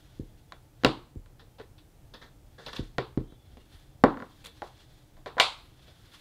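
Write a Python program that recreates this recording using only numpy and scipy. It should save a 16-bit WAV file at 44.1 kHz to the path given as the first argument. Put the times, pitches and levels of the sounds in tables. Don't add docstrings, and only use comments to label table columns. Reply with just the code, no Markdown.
import sys
import numpy as np
from scipy import signal
from scipy.fft import rfft, irfft
from scipy.io import wavfile
from scipy.ndimage import uniform_filter1d

SR = 44100
rng = np.random.default_rng(int(sys.argv[2]) if len(sys.argv) > 2 else 0)


def dump_mix(stems):
    frames = np.atleast_2d(stems).T
    limited = np.clip(frames, -1, 1)
    pcm = np.round(limited * 32767).astype(np.int16)
    wavfile.write(sys.argv[1], SR, pcm)


def convert_level_to_amplitude(level_db):
    exponent = np.asarray(level_db, float) / 20
    return 10 ** exponent


N = 273640
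TOP_HZ = 15700


def level(x, db):
    return x * convert_level_to_amplitude(db) / np.sqrt(np.mean(x ** 2))


def band(x, hz, width):
    b, a = signal.iirpeak(hz, hz / width, fs=SR)
    return signal.lfilter(b, a, x)


def bandpass(x, edges, order=2):
    return signal.sosfilt(signal.butter(order, edges, "band", fs=SR, output="sos"), x)


def lowpass(x, hz):
    return signal.sosfilt(signal.butter(2, hz, fs=SR, output="sos"), x)


def decaying_tone(t, hz, db, t60):
    return convert_level_to_amplitude(db - 60 * t / t60) * np.sin(2 * np.pi * hz * t)


def ring(modes):
    t = np.arange(SR // 3) / SR
    response = sum((-1) ** k * decaying_tone(t, *mode) for k, mode in enumerate(modes))
    return response / np.abs(response).max()


def strike(force, response):
    return signal.fftconvolve(force, response)[:N]


def walk(rate):
    hold = int(SR / rate)
    steps = np.repeat(rng.standard_normal(N // hold + 1), hold)
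    return level(uniform_filter1d(steps, hold)[:N], 0)


def contacts(rows, crack_db):
    return [(s, table, case, block, block + crack_db, last) for s, table, case, block, last in rows]


def alike(rows, colour_db, last):
    return [(s, *np.add(db, colour_db), last) for s, db in rows]


# low edge in Hz, high edge in Hz.
BODY_RANGES = [(130, 890), (700, 1730), (1900, 4570), (5000, TOP_HZ)]


def radiate(rows, order=2):
    return sum(bandpass(x[:N], edges, order) for x, edges in zip(rows, BODY_RANGES))


# start in seconds, table, pad case and block levels in dB, loudest note in Hz.
BARE_KNOCKS = [
    (0.523, -47, -36, -42.5, 1400),
    (1.261, -56.5, -53.5, -59, 307),
    (4.04, -3, -8.5, -28, 279.5),
    (4.621, -29, -32, -43, 769),
    (5.169, -59.5, -55.5, -63.5, 740),
    (5.261, -35.5, -33.5, -42.5, 405),
    (5.37, -32, -40.5, -59, 580),
    (5.383, -67, -21, -39, 552),
    (5.4, -26, -12, -11.5, 1935),
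]
PAD_TAPS = [
    (0.837, -23, -26, -33, 330),
    (0.8485, -8, -12, -11, 302),
    (0.8655, -30.5, -21.5, -26.5, 358),
    (1.6, -39, -49.5, -50, 400),
    (1.615, -49.5, -48.5, -52, 440),
    (2.984, -21.5, -21, -27, 387),
    (3.176, -30, -42.5, -48, 288),
    (3.206, -46.5, -58, -60, 250),
    (3.323, -51, -56, -70, 300),
    (3.572, -42, -55, -55, 250),
]
# start in seconds, level in dB.
ROCKS = [
    (4.144, -34.5),
    (4.173, -30),
    (4.203, -30),
    (4.224, -28.5),
    (4.245, -54),
    (4.569, -56),
]
# start in seconds, level in dB.
PEEL_SNAPS = [
    (4.040, -45),
    (4.451, -49.5),
    (4.470, -49.5),
    (3.8, -66.5),
    (4.780, -68.5),
]
# frequency in Hz, level in dB, t60 in seconds.
TABLE_MODES = [(126, 1, 0.12), (283, -9.5, 0.012), (357.6, 0, 0.17), (419, 2, 0.11), (513.6, 1, 0.12),
               (590, 4.5, 0.076)]
PAD_CASE_MODES = [(796, 5, 0.0098), (976, 2.5, 0.014), (1090, 8.5, 0.013), (1400, 4.5, 0.027),
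                  (1890, -26, 0.0067), (2252, -11, 0.0092), (699.8, -9, 0.041)]
BLOCK_MODES = [(2514, 11, 0.0087), (2992, 10, 0.0061), (3780, -5, 0.0028), (3850, -1, 0.028),
               (4680, -10, 0.0017), (5850, -19, 0.002)]
CRACK_MODES = [(7270, 10.5, 0.0029), (8400, -5.5, 0.001), (11900, -5.5, 0.00067)]
ARM_MODES = [(35.54, -18.5, 0.36), (89.8, -10, 0.079)]
# start in seconds, frequency in Hz, level in dB, t60 in seconds.
SPOT_MODES = [(0.522, 1397, -41.5, 0.039), (0.523, 3910, -38, .015), (0.848, 2820, -4.5, 0.0099),
              (0.848, 1366, -15.5, 0.039), (0.851, 3900, -22, .01), (0.865, 348.5, -15, .03),
              (1.6, 432, -39, .12), (2.984, 670, -23, 0.031), (2.984, 1840, -30, 0.043),
              (2.983, 1240, -55, .02), (4.038, 1124, -14, 0.036), (4.039, 820, -13.5, 0.022),
              (4.621, 824, -33, 0.083), (4.622, 1820, -48, 0.037), (5.261, 593, -34.5, 0.036),
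              (5.399, 950, -19, 0.04), (5.399, 603, -25, 0.04), (5.401, 2890, -7.5, .015)]
# end in seconds, then table, pad case, block and crack levels in dB.
PLACES = [
    (1.0, -2.5, -1.5, -5.5, -4),
    (3.7, -5, 0, -1.5, -4.5),
    (5.0, -2, -1, -5, -9),
    (7.0, 8, 8, 6.5, 8),
]
BODY_DB = (-4.5, -0.5, 2, 0.5)
SNAP_DB = (35, 30, 22, 10)
SPREAD_DB = (32.4, 31, 28.32, 21.5)


def knocks():
    LEAD_S = 0.0011
    RATTLE_S, RATTLE_SHARE = 0.002, 0.04
    NOTE_DB, NOTE_CYCLES = -1.5, 9
    blows = contacts(PAD_TAPS, -8) + contacts(BARE_KNOCKS, -5)
    blows += alike(ROCKS, (-4.5, -4.5, -24, -43), 257)
    blows += alike(PEEL_SNAPS, (-20, -25, 5, 11.5), 300)
    t = np.arange(SR // 10) / SR
    force, click, wet = np.zeros((4, N + len(t))), np.zeros((4, N)), np.ones((4, N))
    notes, modes = np.zeros(N + len(t)), np.zeros(N + len(t))
    for s, *db, note_hz in blows:
        start = int((s - LEAD_S) * SR)
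        at = slice(start, start + len(t))
        strength = convert_level_to_amplitude(np.add(db, BODY_DB))
        blow = rng.standard_normal((4, len(t))) * np.exp(-t / RATTLE_S) * RATTLE_SHARE
        blow[:, 0] = 1
        force[:, at] += strength[:, None] * blow
        click[:, start] += strength
        place_db = next(place[1:] for place in PLACES if s < place[0])
        wet[:, start] = convert_level_to_amplitude(np.array(place_db))
        note_db = NOTE_DB + (db[0] if note_hz < 700 else db[1] + BODY_DB[1])
        notes[at] += decaying_tone(t, note_hz, note_db, NOTE_CYCLES / note_hz)
    for s, *mode in SPOT_MODES:
        modes[int(s * SR):int(s * SR) + len(t)] += decaying_tone(t, *mode)
    modes = modes[:N]
    notes = bandpass(notes[:N], (200, 3000))
    bodies = (TABLE_MODES, PAD_CASE_MODES, BLOCK_MODES, CRACK_MODES)
    rings = radiate([strike(f, ring(body)) for f, body in zip(force, bodies)])
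    snap = radiate(click * convert_level_to_amplitude(np.array(SNAP_DB))[:, None], order=3)
    shake = convert_level_to_amplitude(-20) * uniform_filter1d(strike(click[0], ring(ARM_MODES)), size=150)
    spread_gain = convert_level_to_amplitude(np.array(SPREAD_DB)) * (1, -1, 1, -1)
    spread = radiate(wet * click * spread_gain[:, None], order=3)
    near = snap + shake + rings + notes + modes
    return near, spread + 2.8 * notes + convert_level_to_amplitude(-14) * modes


# start in seconds, level in dB, sway of the arm in dB.
THUDS = [
    (0.196, -26, -36.5),
    (0.475, -59, -55),
    (0.865, -16, -45),
    (1.158, -34, -35.5),
    (1.935, -75, -65),
    (2.793, -22.5, -31.5),
    (2.983, -20.5, -49),
    (3.174, -15, -32),
    (3.322, -40.5, -60),
    (3.737, -52, -49),
]
# frequency in Hz, level in dB, t60 in seconds.
FOAM_MODES = [(328.3, 15.5, 0.021), (124.35, -2, 0.12), (468, -2, 0.025), (216, -27, 0.02)]


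def thuds():
    PUSH_S, REBOUND_S, SWAY_LAG_S = 0.0027, 0.036, 0.0088
    REBOUND_DB = -12.5
    press, sway = np.zeros(N), np.zeros(N)
    for s, db, sway_db in THUDS:
        press[int(s * SR)] += convert_level_to_amplitude(db + 6)
        press[int((s + REBOUND_S) * SR)] -= convert_level_to_amplitude(db + 4.0 + REBOUND_DB)
        sway[int((s + SWAY_LAG_S) * SR)] += convert_level_to_amplitude(sway_db + 4)
    push = np.hanning(int(PUSH_S * SR))
    return strike(strike(press, ring(FOAM_MODES)) + strike(sway, ring(ARM_MODES)), push / push.sum())


# start in seconds, table, pad case and block levels in dB, length in seconds.
SCUFFS = [(1.395, -48.5, -50, -54.5, 0.023), (1.585, -45.5, -73, -54, 0.019),
          (1.6, -47, -38, -64.5, 0.0085), (1.782, -65, -52, -55, 0.016), (2.138, -42.5, -40, -45, 0.021),
          (2.216, -43.5, -40.5, -52.5, 0.027), (2.583, -45.5, -46, -55.5, 0.048),
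          (2.663, -32.5, -44, -36, 0.014), (2.684, -35, -30.5, -40, 0.01), (2.731, -33, -29, -34, 0.0065),
          (2.743, -40.5, -36.5, -56, 0.0088), (2.764, -38, -30, -31.5, 0.0067),
          (2.784, -41, -42, -45, 0.017), (5.274, -43.5, -38, -46.5, 0.0096),
          (5.793, -52.5, -72.5, -57, 0.0087), (5.88, -50, -64, -54.5, 0.015)]
# start in seconds, level in dB.
PEEL_DRAGS = [
    (4.443, -47.5),
    (4.458, -42.5),
]
# frequency in Hz, width in Hz, level in dB.
SCUFF_RESONANCES = [(3600, 620, 2.5), (1800, 110, 2.5), (980, 120, -6.5), (453, 39, -2), (2530, 670, -9)]


def scuffs():
    RISE_S = 0.002
    SCUFF_DB = (7.6, 2.67, 3.7, 9.3)
    rubs = contacts(SCUFFS, -21)
    rubs += alike(PEEL_DRAGS, (-0.5, 2, 2, -10.5), 0.015)
    t = np.arange(SR // 5) / SR
    force = np.zeros((4, N + len(t)))
    for s, *db, length in rubs:
        shower = rng.standard_normal(len(t)) * convert_level_to_amplitude(2.0 * rng.exponential(size=len(t)))
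        shower *= (1 - np.exp(-t / RISE_S)) * np.exp(-t / np.clip(length, 0.001, 0.04))
        at = int((s - RISE_S) * SR)
        force[:, at:at + len(t)] += convert_level_to_amplitude(np.add(db, SCUFF_DB))[:, None] * shower
    rub = radiate(force)
    return rub + sum(convert_level_to_amplitude(db) * band(rub, hz, width) for hz, width, db in SCUFF_RESONANCES)


# loudest
# moment in seconds, level in dB, rise in seconds, fall in seconds, bright share in dB.
RUSTLES = [(0.0, -68, .1, 0.42, -17), (0.822, -67.5, .045, 0.015, -16), (2.241, -67.5, 0.077, 0.062, -17.5),
           (2.74, -52.5, 0.11, 0.11, -43.5), (3.52, -71.5, 0.18, 0.18, -17.5),
           (3.73, -62.5, 0.055, 0.1, -8.5), (4.102, -72, 0.017, 0.4, -16), (4.429, -69, 0.46, 0.14, -17.5),
           (4.64, -60.5, 0.064, 0.056, -13.5), (4.801, -65, 0.11, 0.25, -23.5),
           (5.649, -70, 0.26, 0.06, -8), (5.886, -63, .15, .12, -15.5), (6.15, -59, 0.14, 0.36, -12.5)]
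# frequency in Hz, width in Hz, level in dB.
CLOTH = [(1635, 1000, 17.5), (3330, 1100, 19.5), (8500, 1900, -13.5), (11100, 5800, 10.5)]


def rustles():
    SWELL_DB = 12.5
    t = np.arange(N) / SR
    grains = rng.standard_normal(N) * convert_level_to_amplitude(0.58 * rng.exponential(size=N) + 2.5 * walk(60))

    def coloured(resonances):
        return level(sum(convert_level_to_amplitude(db) * band(grains, hz, width) for hz, width, db in resonances), 0)

    dull, bright = coloured(CLOTH[:2]), coloured(CLOTH[2:])
    out = np.zeros(N)
    for s, db, rise, fall, bright_db in RUSTLES:
        away = np.where(t < s, (s - t) / max(rise, 0.03), (t - s) / max(fall, 0.01))
        out += convert_level_to_amplitude(db + 2.5 - SWELL_DB * away) * (dull + convert_level_to_amplitude(bright_db + 2.0) * bright)
    return out


# start in seconds, length in seconds, pitch in Hz, level in dB.
SQUEAKS = [
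    (0.0, 0.36, 6700, -87),
    (.47, 0.12, 3430, -69),
    (.47, 0.044, 2900, -84),
    (.67, 0.047, 2360, -80),
    (1.03, .3, 7480, -85),
    (1.49, .08, 3170, -77),
    (3.56, .1, 2840, -73),
    (3.22, 0.15, 3144, -71.5),
    (3.23, 0.28, 3450, -71.5),
    (3.26, 0.11, 3850, -74),
]


def squeaks():
    WIDTH_HZ = 70
    out = np.zeros(N)
    for s, length, hz, db in SQUEAKS:
        n, at = int(length * SR), int(s * SR)
        air = rng.standard_normal(SR // 2)
        whistle = band(band(air, hz, WIDTH_HZ), hz, WIDTH_HZ)
        out[at:at + n] += level(whistle, db - 0.5)[-n:] * np.hanning(n) ** 0.4
    return out


# band centre in Hz, t60 in seconds, level in dB.
ROOM_BANDS = [(123, 0.4, -14), (250, 0.21, -11.5), (529, 0.19, 0.5), (1046, 0.26, -7.5), (2020, 0.21, -5.5),
              (3850, 0.24, -6), (7300, 0.24, -13.5), (13200, 0.067, -15)]


def room(x):
    GAP_S = 0.0015
    LATE_DB, LATE_STRETCH = -17.5, 2.33
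    t = np.arange(SR // 2) / SR
    tail = np.zeros(len(t))
    for hz, t60, db in ROOM_BANDS:
        width = 0.71 * hz
        echo = band(band(rng.standard_normal(len(t)), hz, width), hz, width)
        decay = convert_level_to_amplitude(-60 * t / t60) + convert_level_to_amplitude(LATE_DB - 60 * t / t60 / LATE_STRETCH)
        tail += level(echo, db - 45.5) * np.sqrt(hz / 1000) * decay
    return strike(x, tail * np.clip(t / GAP_S, 0, 1) ** 2)


# frequency in Hz, level in dB per Hz.
HUM_SPECTRUM = [(13, -43.5), (22, 1.5), (131, -4.5), (160, -16.5), (800, -22.5), (1000, -30), (3730, -35.5),
                (14000, -38.5)]
# frequency in Hz, width in Hz, level in dB.
FAN = [(122.8, 27, -63), (304, 21, -71), (870, 20, -82.5)]


def hum():
    hz, db = np.transpose(HUM_SPECTRUM)
    f = np.fft.rfftfreq(N, 1 / SR)
    shape = convert_level_to_amplitude(np.interp(np.log(f + 1), np.log(hz), db, left=-60))
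    bass = 1 / (1 + (f / 400) ** 2)
    low = irfft(rfft(rng.standard_normal(N)) * shape * np.sqrt(bass), N)
    high = irfft(rfft(rng.standard_normal(N)) * shape * np.sqrt(1 - bass), N)
    air = level(low * convert_level_to_amplitude(2.0 * walk(19)) + high * convert_level_to_amplitude(0.52 * walk(7.2)), -56.5)
    fan = sum(level(band(rng.standard_normal(N), f0, width), fan_db) for f0, width, fan_db in FAN)
    return air + fan


def scene():
    near, spread = knocks()
    rubbing = scuffs() + rustles()
    soft = thuds()
    hands = near + rubbing + soft + room(spread + 0.88 * rubbing + 0.9 * soft)
    hands = lowpass(hands, 10400)
    return (hands + hum() + squeaks())[None]


def roll_off(x):
    return signal.sosfilt(signal.butter(12, 15610, fs=SR, output="sos"), x)


def record(dry):
    top_cut = signal.ellip(8, 0.2, 40, TOP_HZ, fs=SR, output="sos")
    mix = np.clip(signal.sosfilt(top_cut, dry), -1, 1)
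    return roll_off(mix)


dry = scene()
out = record(dry)
dump_mix(out)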